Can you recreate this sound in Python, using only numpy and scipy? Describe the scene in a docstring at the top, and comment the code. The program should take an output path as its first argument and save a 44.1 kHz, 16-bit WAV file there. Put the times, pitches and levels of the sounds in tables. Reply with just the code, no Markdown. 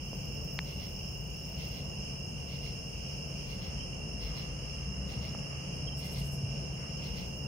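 """A suburban street at night. From the start, choirs of crickets trill in trees and lawns as pulsed tones, over
far traffic (shaped noise, one engine) and an air conditioner (wavering tones). Small katydids tick and buzz
close by, leaning left; a tree katydid rasps in pairs of strokes about once a second; the hand-held camera
clicks a few times. Later a lone cricket chirps at the right and a bush katydid lisps, leaning left.
Katydid wings are noise bursts, one for each file tooth; echoes from trunks and houses spread the insects."""
import sys
import numpy as np
from scipy import signal
from scipy.fft import rfft, irfft, next_fast_len
from scipy.io import wavfile
from scipy.ndimage import map_coordinates

SR = 44100
rng = np.random.default_rng(int(sys.argv[2]) if len(sys.argv) > 2 else 0)


def unload_audio(sound):
    """Save the sound as a 16-bit wav file, at the path given as the first command line argument."""
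    columns = np.transpose(np.atleast_2d(sound))
    # keep every value between -1 and 1, then stretch to whole-number steps
    steps = np.round(np.clip(columns, -1, 1) * 32767)
    wavfile.write(sys.argv[1], SR, steps.astype(np.int16))


N = 329427

# tilt of the microphone pair, positive to the left: pitch_hz, left_over_right_db
MICROPHONE_TILT = [(1500, 4), (3000, -4), (4400, -3.5), (6500, 3), (9000, 4), (11000, 9), (15000, 19)]


def amp(db):
    """Decibels to gain."""
    return 10 ** (np.asarray(db) / 20)


def unit(x):
    """Scale to rms 1."""
    return x / np.sqrt(np.mean(x ** 2) + 1e-20)


def clock():
    """Seconds at each sample."""
    return np.arange(N) / SR


def along(points, hz):
    """Read a curve of (Hz, value) points on a log frequency axis."""
    f, v = np.transpose(points)
    return np.interp(np.log(hz + 1), np.log(f + 1), v)


def curves(rows):
    """One value per sample for each column after the time."""
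    s, *cols = np.transpose(rows)
    return [np.interp(clock(), s, c) for c in cols]


def wobble(rate):
    """A smooth random curve, rate knots a second."""
    coarse = np.linspace(0, N / SR, 2000)
    knots = rng.standard_normal(1024)
    return np.interp(clock(), coarse, map_coordinates(knots, [coarse * rate], mode="wrap"))


def filtered(x, response):
    """Shape the spectrum of x by a response of frequency."""
    m = next_fast_len(N + SR // 2)
    return irfft(rfft(x, m) * response(np.fft.rfftfreq(m, 1 / SR)), m)[..., :N]


def pan(lean_db):
    """Left and right gains of mean power 1; a positive lean is to the left."""
    gains = np.array([amp(lean_db / 2), amp(-lean_db / 2)]).reshape(2, -1)
    return gains / np.sqrt(np.mean(gains ** 2, axis=0))


def tilted_noise(colour):
    """Coloured noise, independent in each ear, leaning as the microphones do at each pitch."""
    noise = rng.standard_normal((2, N))
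    return filtered(noise, lambda hz: amp(along(colour, hz)) * pan(along(MICROPHONE_TILT, hz)))


def trees(x, t60, wet_db):
    """The direct sound plus its decaying scatter from trunks and houses, different at each ear."""
    t = np.arange(SR // 2) / SR
    tail = rng.standard_normal((2, len(t))) * amp(-60 * t / t60)
    tail *= amp(wet_db) / np.linalg.norm(tail[0])
    tail[:, 0] += 1  # the direct sound
    return signal.fftconvolve(np.atleast_2d(x), tail / np.linalg.norm(tail[0]), axes=1)[:, :N]


def choir(pitch_hz, spread_hz, rate, db, lean_db, sag, scatter, wet_db, count):
    """Each cricket has its own pitch and rate; its tone sags in a wing stroke and starts afresh with the next."""
    bushes = np.zeros((3, 2, N), np.float32)
    rank = (np.arange(count) + .5) / count
    offsets = np.log(rank / (1 - rank)) * np.sqrt(3) / np.pi  # bell-shaped spread of pitches
    for i, offset in enumerate(offsets):
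        pace, start, lag = rng.standard_normal(3)
        effort = wobble(1.5)
        strokes = np.cumsum(rate * (1 + .12 * pace + .03 * effort)) / SR + start
        index = np.floor(strokes).astype(int)
        cycle = strokes - index
        slip, force = rng.standard_normal((2, 1024))  # one value per stroke
        hz = pitch_hz * (1 + .004 * effort - sag * (cycle - .35)) + spread_hz * offset
        # sound fills the first 68 % of each stroke cycle
        pulse = np.sin(np.pi * np.minimum(cycle / 0.68, 1).astype(np.float32))
        pulse = pulse * amp(2.94 * force).take(index, mode="wrap")
        turns = np.cumsum(hz) / SR + scatter * slip.take(index, mode="wrap")
        phase = (2 * np.pi * (turns - np.floor(turns))).astype(np.float32)
        ears = np.array([np.sin(phase), np.sin(phase + np.float32(np.pi * lag))])
        bushes[i % len(bushes)] += pulse * ears
    heard = sum(trees(bush, t60=0.39, wet_db=wet_db) for bush in bushes)  # each bush has its own echoes
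    return amp(db) * pan(lean_db) * unit(heard)


def swell_db():
    """The field crickets swell in step: rounded swells at an even beat, parted by short lulls."""
    first_lull_s, period_s, lull_db, wander_db = .17, .549, -3, .5
    sharpness = 1.2  # larger = flatter swells, shorter lulls
    arch = np.abs(np.sin(np.pi * (clock() - first_lull_s) / period_s))
    return lull_db * (1 - arch) ** sharpness + wander_db * wobble(7.3)


def crickets():
    """Tree crickets purr, field crickets swell together above them, ground crickets sizzle on top."""
    # choirs: pitch_hz, spread_between_animals_hz, pulses_per_s, level_db, left_over_right_db
    tree_choir = (2812, 62, 44, -50.5, -4.5)
    field_choir = (5335, 160, 60, -47.5, -1.6)  # level_db is before the swells
    ground_choirs = [(6523, 210, 74, -62, 10), (6903, 57, 70, -67.5, -5), (8640, 170, 73, -68.5, 2.5),
                     (9140, 110, 67, -69.5, 6.5), (9760, 60, 70, -72.5, 2.5)]
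    # colour of countless far insects: pitch_hz, density_db_per_hz
    far_colour = [(1200, -7.5), (1900, -14), (2400, 7), (2600, 6), (3100, 8), (3350, -7.5), (3800, -40),
                  (4300, -9), (4900, 6.5), (6000, 3), (6900, -6), (7500, -17.5), (9500, -9), (11000, -26.5),
                  (16000, -26)]
    low = choir(*tree_choir, sag=.035, scatter=.3, wet_db=-1, count=10)
    shrill = amp(swell_db()) * choir(*field_choir, sag=.03, scatter=0.32, wet_db=-2.0, count=16)
    high = sum(choir(*row, sag=.025, scatter=0.25, wet_db=2, count=4) for row in ground_choirs)
    far = amp(-54.5 + 2.5 * wobble(6.7)) * unit(tilted_noise(far_colour))
    return low + shrill + high + far


def traffic():
    """Far roads rumble as noise, nearly alike in both ears at low pitches; one engine climbs in pitch."""
    # rumble of the roads: pitch_hz, density_db_per_hz
    road_colour = [(15, -41), (25, -16), (33, -22), (43, -5.5), (56, 1.5), (76, -2), (92, -7), (135, -3),
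                   (180, -3.5), (250, -14.5), (320, -18.5), (500, -15.5), (800, -22.5), (1300, -31.5),
                   (2000, -36.5), (3200, -70)]
    # likeness of the two ears: pitch_hz, left_right_correlation
    ear_likeness = [(60, 0.855), (130, 1), (290, 0.883), (640, 0.042), (1400, -0.295), (3100, 0.45)]
    # a car pulls away: time_s, firing_hz, level_db
    engine_course = [(3.6, 45, -55), (4.3, 50.55, -44), (4.7, 57.2, -44), (5.2, 70.7, -44),
                     (5.7, 73.6, -62)]
    road_db, grows_db_per_s, wander_db = -42, 0.25, 0.83  # the traffic slowly draws nearer

    def mid_and_side(hz):
        turn = np.arccos(np.clip(along(ear_likeness, hz), -1, 1)) / 2
        return amp(along(road_colour, hz)) * [np.cos(turn), np.sin(turn)]

    mid, side = filtered(rng.standard_normal((2, N)), mid_and_side)
    level_db = road_db + grows_db_per_s * clock() + wander_db * wobble(5)
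    roar = amp(level_db) * unit(np.array([mid + side, mid - side]))
    firing_hz, engine_db = curves(engine_course)
    phase = 2 * np.pi * np.cumsum(firing_hz * (1 + 0.0186 * wobble(9))) / SR
    engine = amp(engine_db + 2.5 * wobble(8)) * unit(np.sin(phase) + .4 * np.sin(3 * phase))
    return pan(1.64) * (roar + engine)


def stroke(middle, length):
    """A smooth rise and fall, as when a wing closes."""
    return np.cos(np.pi * np.clip((clock() - middle) / length, -.5, .5))


def tyres():
    """A faint rush of noise that swells between the houses."""
    # swells of the rush: middle_s, length_s, level_db
    passes = [(3.7, .4, -63.5), (4.35, 0.42, -64), (5.0, 2.9, -63.5), (5.554, 0.31, -64),
              (6.84, .25, -58.5)]
    # colour of the rush: pitch_hz, density_db_per_hz
    rush_colour = [(500, -19), (900, -18), (1200, -5), (1500, -13), (2200, -9), (3200, -37)]
    floor_db = -70  # the rush between passes
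    level = amp(floor_db) + sum(amp(db) * stroke(s, length) ** 2 for s, length, db in passes)
    noise = rng.standard_normal((2, N))
    return level * unit(filtered(noise, lambda hz: amp(along(rush_colour, hz))))


def air_conditioner():
    """Motor and fan tones waver on their way across the street, with one swell."""
    # tones of the machine: pitch_hz, relative_level_db
    machine_tones = [(139.95, -0.5), (77.55, -11.5), (662, -22.5), (1530, -34.5), (2387, -26.5)]
    hum_db, swell_gain_db, swell_at_s, swell_s = -47.5, 6.5, 6.41, 2.2
    tones = 0
    for hz, db in machine_tones:
        phase = 2 * np.pi * hz * clock() + 1.29 * wobble(7)
        tones = tones + amp(db + 1.6 * wobble(6)) * np.sin(phase)
    return amp(hum_db + swell_gain_db * stroke(swell_at_s, swell_s) ** 2) * unit(tones)


def scrape(wing, teeth_hz, depth):
    """A scraper runs over file teeth; each tooth shakes the wing with a burst of noise."""
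    teeth = np.cumsum(teeth_hz * (1 + .1 * wobble(20))) / SR % 1
    bursts = np.exp(-depth * teeth) * rng.standard_normal((2, N))
    return unit(filtered(bursts, lambda hz: amp(along(wing, hz)) * pan(along(MICROPHONE_TILT, hz))))


def run_of(first, gap, length, grows_db, count):
    """Evenly spaced wing strokes, each changed in level by grows_db from the one before."""
    return sum(amp(grows_db * k) * stroke(first + k * gap, length) for k in range(count))


def held(start, end):
    """A buzz rises, holds and falls; it is at half height at its start and end times."""
    fade_s = .15
    return np.clip(np.minimum(clock() - start, end - clock()) / fade_s + .5, 0, 1)


def meadow_katydid():
    """Thin ticks run into a fluttering buzz; the buzzes of far ones blur to a sizzle."""
    # buzzes of others far off: start_s, end_s, level_db
    far_buzzes = [(0, 1.0, -64), (1.7, 3.7, -69.5), (7.0, 7.5, -69)]
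    # runs of ticks: middle_of_first_s, ticks, level_of_first_db
    tick_runs = [(.158, 5, -59), (7.19, 3, -64)]
    # colour of the wing: pitch_hz, density_db_per_hz
    thin_wing = [(9000, -27), (11500, -13), (13500, -3.5), (15000, 1), (16000, -9)]
    gap_s, tick_s, tick_grows_db = .096, 0.0234, 1.4  # from tick to tick, length of one, gain with each
    start_s, end_s, start_db, grows_db_per_s = 0.45, 1.803, -66, 5  # the buzz gathers strength, then stops
    uneven_db = 1.2  # no two flutters are equally strong
    sizzle_db = -71.5  # the farthest ones, steady
    ticks = sum(amp(db) * run_of(s, gap_s, tick_s, tick_grows_db, count=round(n)) for s, n, db in tick_runs)
    flutter = unit(1 + .68 * np.cos(2 * np.pi * 31.9 * (clock() - 1.182)))
    effort_db = start_db + grows_db_per_s * (clock() - start_s) + uneven_db * wobble(30.2)
    buzz = amp(effort_db) * held(start_s, end_s) * flutter
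    far = sum(amp(db) * held(start, end) for start, end, db in far_buzzes)
    level = np.sqrt(ticks ** 2 + buzz ** 2 + far ** 2 + amp(sizzle_db) ** 2)
    wings = level * scrape(thin_wing, teeth_hz=1060, depth=1.3)
    return trees(wings, t60=.2, wet_db=-12)


def tree_katydid():
    """Coarse double rasps from up in a tree, about once a second; far ones join in around each call."""
    # calls of two wing strokes: middle_of_first_s, level_db
    calls = [(.69, -51.5), (1.63, -50), (2.525, -50.5), (3.51, -50), (4.25, -49), (5.12, -50), (6.04, -49),
             (7.055, -51)]
    # colour of the wing: pitch_hz, density_db_per_hz
    coarse_wing = [(1700, -26), (2100, 7), (2600, -2.5), (3300, 5), (3800, -5.5), (4350, 2.5), (5500, 1),
                   (7500, -34), (11000, -20.5), (15000, -10.5)]
    gap_s, rasp_s, second_db = 0.13, .15, 0  # from stroke to stroke, length of one, second over first
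    neighbours_db, neighbours_s = -19, 0.76  # far ones around each call: level relative to it, span
    strokes, neighbours = 0, 0
    for s, db in calls:
        pair = stroke(s, rasp_s) ** 2 + amp(second_db) * stroke(s + gap_s, rasp_s) ** 2
        strokes = strokes + amp(db) * pair
        neighbours = neighbours + amp(db + neighbours_db) * stroke(s + gap_s / 2, neighbours_s) ** 2
    answers = amp(-77 + 11.6 * np.tanh(wobble(7)))  # come and go at random throughout
    level = np.sqrt(strokes ** 2 + neighbours ** 2 + answers ** 2) * amp(1.8 * wobble(60))
    teeth = scrape(coarse_wing, teeth_hz=150, depth=3)
    return trees(level * teeth, t60=0.36, wet_db=-0.5)


def ring(hz, t60):
    """One decaying mode, struck softly enough to rise within a cycle."""
    t = np.arange(SR // 10) / SR
    return np.sin(2 * np.pi * hz * t) * (1 - np.exp(-2 * np.pi * hz * t)) * np.exp(-np.log(1000) * t / t60)


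def handling():
    """Fingers knock the camera's case, whose modes die at once; the hand bumps it once."""
    # knocks: time_s, strike_db, pitch_hz, t60_s
    knocks = [(.130, -36, 497, 0.0171), (0.5898, -18, 2163, 0.0044), (5.348, -31, 580, 0.014),
              (5.53, -40, 560, 0.018), (6.4, -44, 556, 0.011)]
    # modes of the case: multiple_of_pitch, relative_level_db
    case_modes = [(.45, -4.5), (.78, -2), (1.03, 1), (1.5, -6.5), (2.05, -6.5)]
    # soft bump of the hand: time_s, strike_db, pitch_hz, t60_s
    bump = (6.433, -27.5, 109, 0.2)
    out = np.zeros(N)
    for s, db, hz, t60 in knocks:
        knock = sum((-1) ** i * amp(level) * ring(hz * k, t60) for i, (k, level) in enumerate(case_modes))
        out[round(s * SR):][:len(knock)] += amp(db) * knock
    s, db, hz, t60 = bump
    thud = ring(hz, t60)
    out[round(s * SR):][:len(thud)] -= amp(db) * thud
    return out


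def lone_cricket():
    """A few chirps from the right, each a pure tone under one smooth stroke."""
    # chirps: middle_s, length_s, pitch_hz, level_db (before the pan)
    chirps = [(3.804, 0.022, 3060, -42.5), (3.823, .028, 3110, -49), (3.84, 0.024, 3120, -53),
              (5.882, .028, 3180, -41.5), (5.93, 0.0285, 3100, -47)]
    tone = sum(amp(db) * stroke(s, length) * np.sin(2 * np.pi * hz * clock()) for s, length, hz, db in chirps)
    return pan(-19) * trees(tone, t60=.25, wet_db=-14)


def bush_katydid():
    """A trial stroke, then a quick run of high lisping ones, rough from the teeth of the file."""
    # runs of strokes: middle_of_first_s, strokes, level_db
    lisp_runs = [(5.761, 1, -64), (5.991, 6, -52)]
    # colour of the wing: pitch_hz, density_db_per_hz
    lisping_wing = [(6000, -16.5), (8000, -0.5), (10500, 0), (13000, -1), (15700, -10)]
    gap_s, lisp_s = .068, 0.081  # from stroke to stroke, length of one
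    strokes = sum(amp(db) * run_of(s, gap_s, lisp_s, 0, count=round(n)) ** 2 for s, n, db in lisp_runs)
    wings = amp(0.75 * wobble(90)) * strokes * scrape(lisping_wing, teeth_hz=740, depth=1.5)
    return trees(wings, t60=.25, wet_db=-2)


def scene():
    """Insects all around, over the drone of the town."""
    town = traffic() + tyres() + air_conditioner()
    insects = crickets() + meadow_katydid() + tree_katydid() + lone_cricket() + bush_katydid()
    return insects + town + handling()


def record(dry):
    """The camera keeps nothing above its band limit."""
    top_hz = 15800
    return filtered(dry, lambda hz: hz < top_hz)


dry = scene()
out = record(dry)
unload_audio(out)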